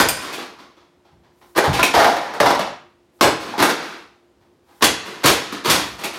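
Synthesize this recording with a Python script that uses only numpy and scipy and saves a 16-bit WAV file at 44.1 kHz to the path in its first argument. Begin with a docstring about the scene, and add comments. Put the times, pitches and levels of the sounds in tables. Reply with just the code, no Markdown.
"""Hard plastic panels are kicked and stamped off a printer on a concrete floor, in a bare, ringing room.
Each kick pushes until a panel gives way in a burst of cracks that rings the hollow housing.
Tabs snap; a loose panel clatters down. Shoes scuff and graze, trousers swish, a fan hums faintly.
The close microphone's gain control ducks the blows and lets the echo swell after them."""
import sys
import numpy as np
from scipy import signal
from scipy.fft import rfft, irfft, next_fast_len
from scipy.io import wavfile
from scipy.ndimage import uniform_filter1d, minimum_filter1d

SR = 44100
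rng = np.random.default_rng(int(sys.argv[2]) if len(sys.argv) > 2 else 0)


def waveform_to_disk(signal):
    """Save audio, clipped to [-1, 1], as 16-bit WAV at the path in sys.argv[1]."""
    frames = np.transpose(np.atleast_2d(signal))
    scaled = np.clip(frames, -1, 1) * 32767
    samples = np.round(scaled).astype(np.int16)
    wavfile.write(sys.argv[1], SR, samples)


N = 272758

# foot breaks a panel: t/s, push/dB, push/s, break/dB, hardness/dB, rise/s, break fade/s, thud/dB
PANEL_KICKS = [(0, 7.5, .002, 3, 1.5, 0.00064, 0.019, -16), (1.555, -17, 0.018, 1, -6, 0.013, 0.0051, -36),
               (3.209, 5.5, .011, 6, -1, 0.0023, 0.028, -13),
               (3.576, -15, 0.045, 6, -1.5, 0.005, 0.027, -29),
               (4.818, 0.5, .019, 8, 7.5, .007, 0.014, -11.5),
               (5.232, -10.5, .021, 2.5, 4.5, .007, 0.038, -12.5),
               (5.639, -18, 0.054, -15.5, 8, 0.009, 0.041, -27.5)]
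# boom, knock, crack and splinter bands of the plastic: low/Hz, high/Hz, t60/s
PLASTIC_BANDS = [(160, 470, 0.025), (414, 1875, 0.039), (1780, 5310, 0.1), (5700, 14200, 0.065)]
# housing resonances and notches: f/Hz, width/Hz, gain/dB
HOUSING_MODES = [(290, 53, 6), (392, 410, 4), (597, 76, 5), (770, 54, 3), (934, 91, 4), (1456, 20, -6),
                 (2740, 110, 0.5), (3406, 34, 5), (4060, 36, -4.5), (4780, 120, -12.5), (5300, 91, -20)]
# tabs break: t/s, level/dB, relative splinter/dB, fade/s
TAB_SNAPS = [(.087, 2, 6.5, 0.0011), (.325, -30.5, -3.5, 0.028), (1.728, -17.5, -6.5, .03),
             (1.827, -8.5, -3.5, .021), (2.61, -25, -10, 0.0082), (6.034, -23.5, -2, 0.022)]
# loose panel lands and clatters: t/s, level/dB, resonance/Hz, fade/s
PANEL_BOUNCES = [(1.636, -6.5, 890, 0.037), (1.789, -5.5, 980, 0.0085), (1.937, -3.5, 660, 0.12),
                 (1.988, 2, 670, 0.03), (2.04, 3.5, 700, 0.014), (2.064, -1.5, 810, 0.06),
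                 (2.16, -6.5, 900, 0.017), (2.335, -21, 780, 0.018), (2.4, 1, 580, 0.0062),
                 (2.424, -9.5, 960, .021), (2.454, -4.5, 850, 0.031), (2.504, 0, 1020, 0.0023),
                 (2.547, -6.5, 760, 0.0025), (2.591, -5, 620, .005)]
# housing hits the floor: t/s, level/dB, hardness/dB
HOUSING_BUMPS = [(.378, -27.5, 4), (3.243, 1.5, -11.5), (3.485, -22, -2.5), (3.692, -3, 8),
                 (3.735, -22, 5.5), (5.075, -20, 2), (5.523, -19.5, 5)]
# soft noise swells after blows: t/s, level/dB, spacing/s, loss per swell/dB
AFTER_SWELLS = [(.205, -24, .185, 9), (3.391, -22.5, .07, 10), (3.815, -30, 0.15, 16),
                (5.04, -23.5, 0.17, 17), (5.975, -32.5, .15, -0.5)]
# small parts and panel edges ring: t/s, f/Hz, level/dB
PART_PINGS = [(.088, 9180, 4), (0.09, 13230, 2), (0.087, 4950, 1), (1.575, 9400, -14),
              (1.576, 13600, -15.5), (1.829, 2524, 0.5), (1.83, 2287, -2), (1.836, 990, -2),
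              (2.064, 760, 9), (3.539, 880, -14)]
# foot or panel lands softly: t/s, level/dB, fade/s
FLOOR_THUDS = [(1.108, -55.5, 0.12), (1.666, -8.5, 0.023), (1.79, -38, .05), (1.94, -24.5, 0.11),
               (2.399, -30.5, 0.095), (4.39, -60, 0.042), (5.801, -42.5, .15)]
# shoe scuffs and grazes: t/s, level/dB, fade/s
SHOE_SCUFFS = [(1.045, -52.5, 0.034), (1.115, -58, 0.018), (1.225, -56, 0.059), (1.409, -45.5, 0.022),
               (1.547, -31, 0.026), (3.188, -48.5, .015), (4.405, -59, 0.037), (4.65, -55, 0.16),
               (4.807, -26, 0.017)]
# trouser leg swings: t/s, level/dB, rise/s, fade/s
LEG_SWISHES = [(1.311, -62.5, 0.19, 0.12), (3.112, -67, 0.064, 0.073), (4.391, -78, 0.036, 0.066),
               (4.62, -61, 0.19, 0.066)]
# room decay: f/Hz, t60/s
ECHO_DECAY = [(100, 0.5), (260, 0.4422), (700, 0.37), (1840, 0.5), (4850, 0.41), (9000, 0.3025),
              (15000, 0.16)]
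# room colour: f/Hz, gain/dB
ECHO_COLOUR = [(100, -6.5), (300, 3.5), (1000, 5), (3000, 1.5), (7000, 5), (15000, -0.5)]
# still air: f/Hz, relative density/dB
AIR_SPECTRUM = [(20, -27), (40, -21), (62, -0.5), (130, -7), (300, -4), (600, -8.5), (1500, -19),
                (4000, -25.5), (8000, -32.5), (15000, -40)]


def kicks():
    """The push booms in the housing and shakes the floor, then the panel breaks with a crash."""
    out = np.zeros(N)
    for t_s, push_db, push_s, break_db, hard_db, rise_s, fade_s, thud_db in PANEL_KICKS:
        push_hard_db = 0.41 * hard_db
        push = knock(push_db, boom_db=-3, crack_db=push_hard_db - 3.5,
                     splinter_db=1.1 * push_hard_db - 12.5,
                     panel_hz=1160, rise_s=rise_s, fade_s=1.7 * push_s)
        crash = knock(break_db, boom_db=0.2 * hard_db - 6, crack_db=hard_db - 4.5,
                      splinter_db=1.1 * hard_db - 8.5,
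                      panel_hz=1270 * 2 ** (-2.66 * hard_db), rise_s=rise_s, fade_s=fade_s)
        add(out, t_s, push)
        add(out, t_s + push_s, crash)
        add(out, t_s + push_s / 2, thud(thud_db, fade_s=0.052, low_hz=56, high_hz=188))
    return out


def knock(level_db, boom_db, crack_db, splinter_db, panel_hz, rise_s, fade_s,
          contacts_per_s=1100, spread_db=4.5, panel_width_hz=300, panel_db=7.5, top_hz=9000, trim_db=-3):
    """A blow is a cluster of uneven contacts, each ringing the plastic's crowded, damped modes."""
    out, t = 0, np.arange(SR // 3) / SR
    soft_pole = np.exp(-2 * np.pi * top_hz / SR)   # finite contact hardness
    force = swell(t, rise_s, fade_s)
    touches = rng.random(len(t)) < contacts_per_s / SR
    sizes = from_db(spread_db * np.clip(rng.standard_normal(len(t)), -2, 1.5))
    clicks = touches * sizes * rng.choice([-1, 1], len(t)) * force
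    clicks[round(rise_s * SR)] += 1   # plastic gives way at full force
    for (low_hz, high_hz, t60_s), rel_db in zip(PLASTIC_BANDS, (boom_db, 0, crack_db, splinter_db)):
        ring = rng.standard_normal(len(t)) * np.sqrt(linger(clicks ** 2, t60_s))
        voice = 0.6 * clicks + ring
        for hz, width_hz, gain_db in HOUSING_MODES + [(panel_hz, panel_width_hz, panel_db)]:
            if low_hz < hz < high_hz:
                voice = resonate(voice, hz, width_hz, gain_db)
        voice = signal.lfilter([1], [1, -soft_pole], voice)
        voice = band(voice, low_hz, high_hz, order=3)
        out = out + at_level(voice, force, level_db + rel_db + trim_db)
    return out


def snaps():
    """Small brittle tabs break with mostly treble."""
    out = np.zeros(N)
    for t_s, level_db, splinter_db, fade_s in TAB_SNAPS:
        add(out, t_s, knock(level_db, boom_db=-4, crack_db=3, splinter_db=splinter_db,
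                            panel_hz=2510, rise_s=0.16 * fade_s, fade_s=fade_s))
    return out


def bounces():
    """The free panel sounds hollow and dull; its pitch depends on where it lands."""
    out = np.zeros(N)
    for t_s, level_db, panel_hz, fade_s in PANEL_BOUNCES:
        add(out, t_s, knock(level_db, boom_db=-10.5, crack_db=-9.5, splinter_db=-19,
                            panel_hz=panel_hz, rise_s=0.0025, fade_s=fade_s))
    return out


def bumps():
    """The machine drops back with short, boomy knocks."""
    out = np.zeros(N)
    for t_s, level_db, hard_db in HOUSING_BUMPS:
        add(out, t_s, knock(level_db, boom_db=1.5, crack_db=hard_db - 7,
                            splinter_db=1.2 * hard_db - 16.5,
                            panel_hz=1180, rise_s=0.0019, fade_s=0.012))
    return out


def after_swells(count=4):
    """Soft, fading swells of noise follow the loud blows; weaker repeats are duller."""
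    out = np.zeros(N)
    for t_s, level_db, spacing_s, loss_db in AFTER_SWELLS:
        for k in range(count):
            start_s, dull_db = t_s + k * spacing_s, 0.21 * k * loss_db
            if start_s * SR < N - 1:
                noise = knock(level_db - k * loss_db, boom_db=-4.5, crack_db=-1.5 - dull_db / 2,
                              splinter_db=-10 - 2 * dull_db, panel_hz=1156, rise_s=0.012, fade_s=0.056)
                add(out, start_s, noise)
    return out


def pings(detune=0.035, t60_at_1khz_s=0.033, modes=7):
    """Close modes beat as they die; small stiff parts ring longer than broad panels."""
    out, t = np.zeros(N), np.arange(SR // 4) / SR
    for t_s, hz, level_db in PART_PINGS:
        t60_s = t60_at_1khz_s * np.cbrt(hz / 1000)
        modes_hz = hz * (1 + detune * rng.standard_normal((modes, 1)))
        tone = np.mean(np.sin(2 * np.pi * modes_hz * t), axis=0)
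        add(out, t_s, from_db(level_db) * tone * swell(t, 0.00067, t60_s / np.log(1000)))
    return out


def thuds():
    """Weight comes down on the floor."""
    out = np.zeros(N)
    for t_s, level_db, fade_s in FLOOR_THUDS:
        add(out, t_s, thud(level_db, fade_s))
    return out


def thud(level_db, fade_s, low_hz=50, high_hz=165, rise_s=0.014):
    """A soft, heavy contact moves only the lows."""
    t = np.arange(SR // 2) / SR
    force = swell(t, rise_s, fade_s)
    rumble = band(force * rng.standard_normal(len(t)), low_hz, high_hz, order=3)
    return at_level(rumble, force, level_db)


def scuffs():
    """Faint shoe scuffs, and light grazes just before a kick lands."""
    out = np.zeros(N)
    for t_s, level_db, fade_s in SHOE_SCUFFS:
        add(out, t_s, knock(level_db, boom_db=-9.5, crack_db=-6.5, splinter_db=-21,
                            panel_hz=903, rise_s=0.21 * fade_s, fade_s=fade_s))
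    return out


def cloth(low_hz=5000, high_hz=16000):
    """Fabric rubs on fabric: a soft, high hiss."""
    out, t = np.zeros(N), np.arange(SR // 2) / SR
    for t_s, level_db, rise_s, fade_s in LEG_SWISHES:
        force = swell(t, rise_s, fade_s)
        hiss = band(force * rng.standard_normal(len(t)), low_hz, high_hz, order=1)
        add(out, t_s, at_level(hiss, force, level_db))
    return out


def room(x, wet_db=-3, shifts_per_s=90, spots=3):
    """Contacts shift between spots on the machine, each with its own echo path."""
    turns = (shifts_per_s * np.arange(N) / SR - np.arange(spots)[:, None]) / spots
    shares = np.maximum(np.cos(2 * np.pi * turns), 0)
    shares /= np.sqrt(np.sum(shares ** 2, axis=0))
    echo = sum(signal.oaconvolve(x * share, echo_path())[:N] for share in shares)
    return x + from_db(wet_db) * echo


def echo_path(first_echo_s=0.002, build_s=0.003):
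    """Floor and walls return a dense echo whose treble dies first; unit energy."""
    t = np.arange(3 * SR // 4) / SR
    edges_hz = 45 * 2 ** (np.arange(14) / 1.5)
    echo = np.zeros(len(t))
    for low_hz, high_hz in zip(edges_hz, edges_hz[1:]):
        hz = np.sqrt(low_hz * high_hz)
        decay = np.exp(-np.log(1000) * t / at_hz(ECHO_DECAY, hz))
        noise = band(rng.standard_normal(len(t)), low_hz, high_hz)
        echo += from_db(at_hz(ECHO_COLOUR, hz)) * noise * decay
    echo *= np.clip((t - first_echo_s) / build_s, 0, 1)
    return echo / np.sqrt(np.sum(echo ** 2))


def air_and_fan(air_db=-60.5, hum_db=-60.5, hum_hz=353.6, width_hz=11):
    """Quiet air and the slightly unsteady tone of a distant fan."""
    size = next_fast_len(N)
    colour = from_db(at_hz(AIR_SPECTRUM, np.arange(size // 2 + 1) * SR / size))
    air = irfft(rfft(rng.standard_normal(size)) * colour, size)[:N]
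    hum = band(rng.standard_normal(N), hum_hz - width_hz / 2, hum_hz + width_hz / 2)
    return from_db(air_db) * rms_one(air) + from_db(hum_db) * rms_one(hum)


def swell(t, rise_s, fade_s):
    """Force builds, then dies away."""
    return np.minimum(t / rise_s, 1) * np.exp(-np.maximum(t - rise_s, 0) / fade_s)


def linger(power, t60_s):
    """Stored energy leaks away exponentially."""
    pole = from_db(-120 / (t60_s * SR))
    return signal.lfilter([1 - pole], [1, -pole], power + 1e-18)


def resonate(x, hz, width_hz, gain_db):
    """One resonance; a notch if gain_db < 0."""
    r = np.exp(-np.pi * width_hz / SR)
    feedback = [1, -2 * r * np.cos(2 * np.pi * hz / SR), r * r]
    peak = signal.lfilter(np.array([1, 0, -1]) * (1 - r * r) / 2, feedback, x)
    return x + (from_db(gain_db) - 1) * peak


def band(x, low_hz, high_hz, order=2):
    sos = signal.butter(order, [low_hz, min(high_hz, SR / 2 - 1)], "band", fs=SR, output="sos")
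    return signal.sosfilt(sos, x + 1e-18)


def at_hz(points, hz):
    """Table lookup on a log-frequency axis."""
    known_hz, values = np.transpose(points)
    return np.interp(np.log(np.maximum(hz, 1)), np.log(known_hz), values)


def at_level(x, force, level_db):
    """Sets a burst's rms at full force."""
    return from_db(level_db) * x * np.sqrt(np.sum(force ** 2) / np.sum(x ** 2))


def from_db(db):
    return 10 ** (np.asarray(db) / 20)


def rms_one(x):
    return x / np.sqrt(np.mean(x ** 2) + 1e-20)


def add(out, t_s, sound):
    start = max(round(t_s * SR), 0)
    out[start:start + len(sound)] += sound[:N - start]


def scene():
    """Contacts and swells ring in the room; cloth, air and fan are heard directly."""
    sources = kicks() + snaps() + bounces() + bumps() + after_swells() + scuffs() + pings() + thuds()
    return (room(sources) + cloth() + air_and_fan())[None]


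def gain_control(x, threshold_db=-9.5, hold_s=0.13, release_db_per_s=71, attack_s=0.0027,
                 ahead_s=0.00099):
    """Loud blows pull the gain down just ahead of their peak; it holds, then climbs back."""
    t, half_hold = np.arange(N) / SR, int(hold_s * SR / 2)
    level_db = 10 * np.log10(np.maximum(uniform_filter1d(x ** 2, SR // 100), 1e-12))
    over_db = np.maximum(level_db - threshold_db, 0)
    held_db = -minimum_filter1d(-over_db, 2 * half_hold + 1, origin=half_hold)
    cut_db = np.maximum.accumulate(held_db + release_db_per_s * t) - release_db_per_s * t
    pole = np.exp(-1 / (attack_s * SR))
    cut_db = signal.lfilter([1 - pole], [1, -pole], cut_db)
    return x * from_db(-np.interp(t + ahead_s, t, cut_db))


def record(dry, low_hz=45, high_hz=16000, ceiling=0.8):
    """Microphone chain: rumble cut, gain control, rounded peaks, top cut."""
    x = signal.sosfilt(signal.butter(4, low_hz, "high", fs=SR, output="sos"), dry[0])
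    x = gain_control(x)
    x = x / (1 + (x / ceiling) ** 6) ** (1 / 6)
    return signal.sosfilt(signal.ellip(12, 0.1, 80, high_hz, fs=SR, output="sos"), x)[None]


dry = scene()
out = record(dry)
waveform_to_disk(out)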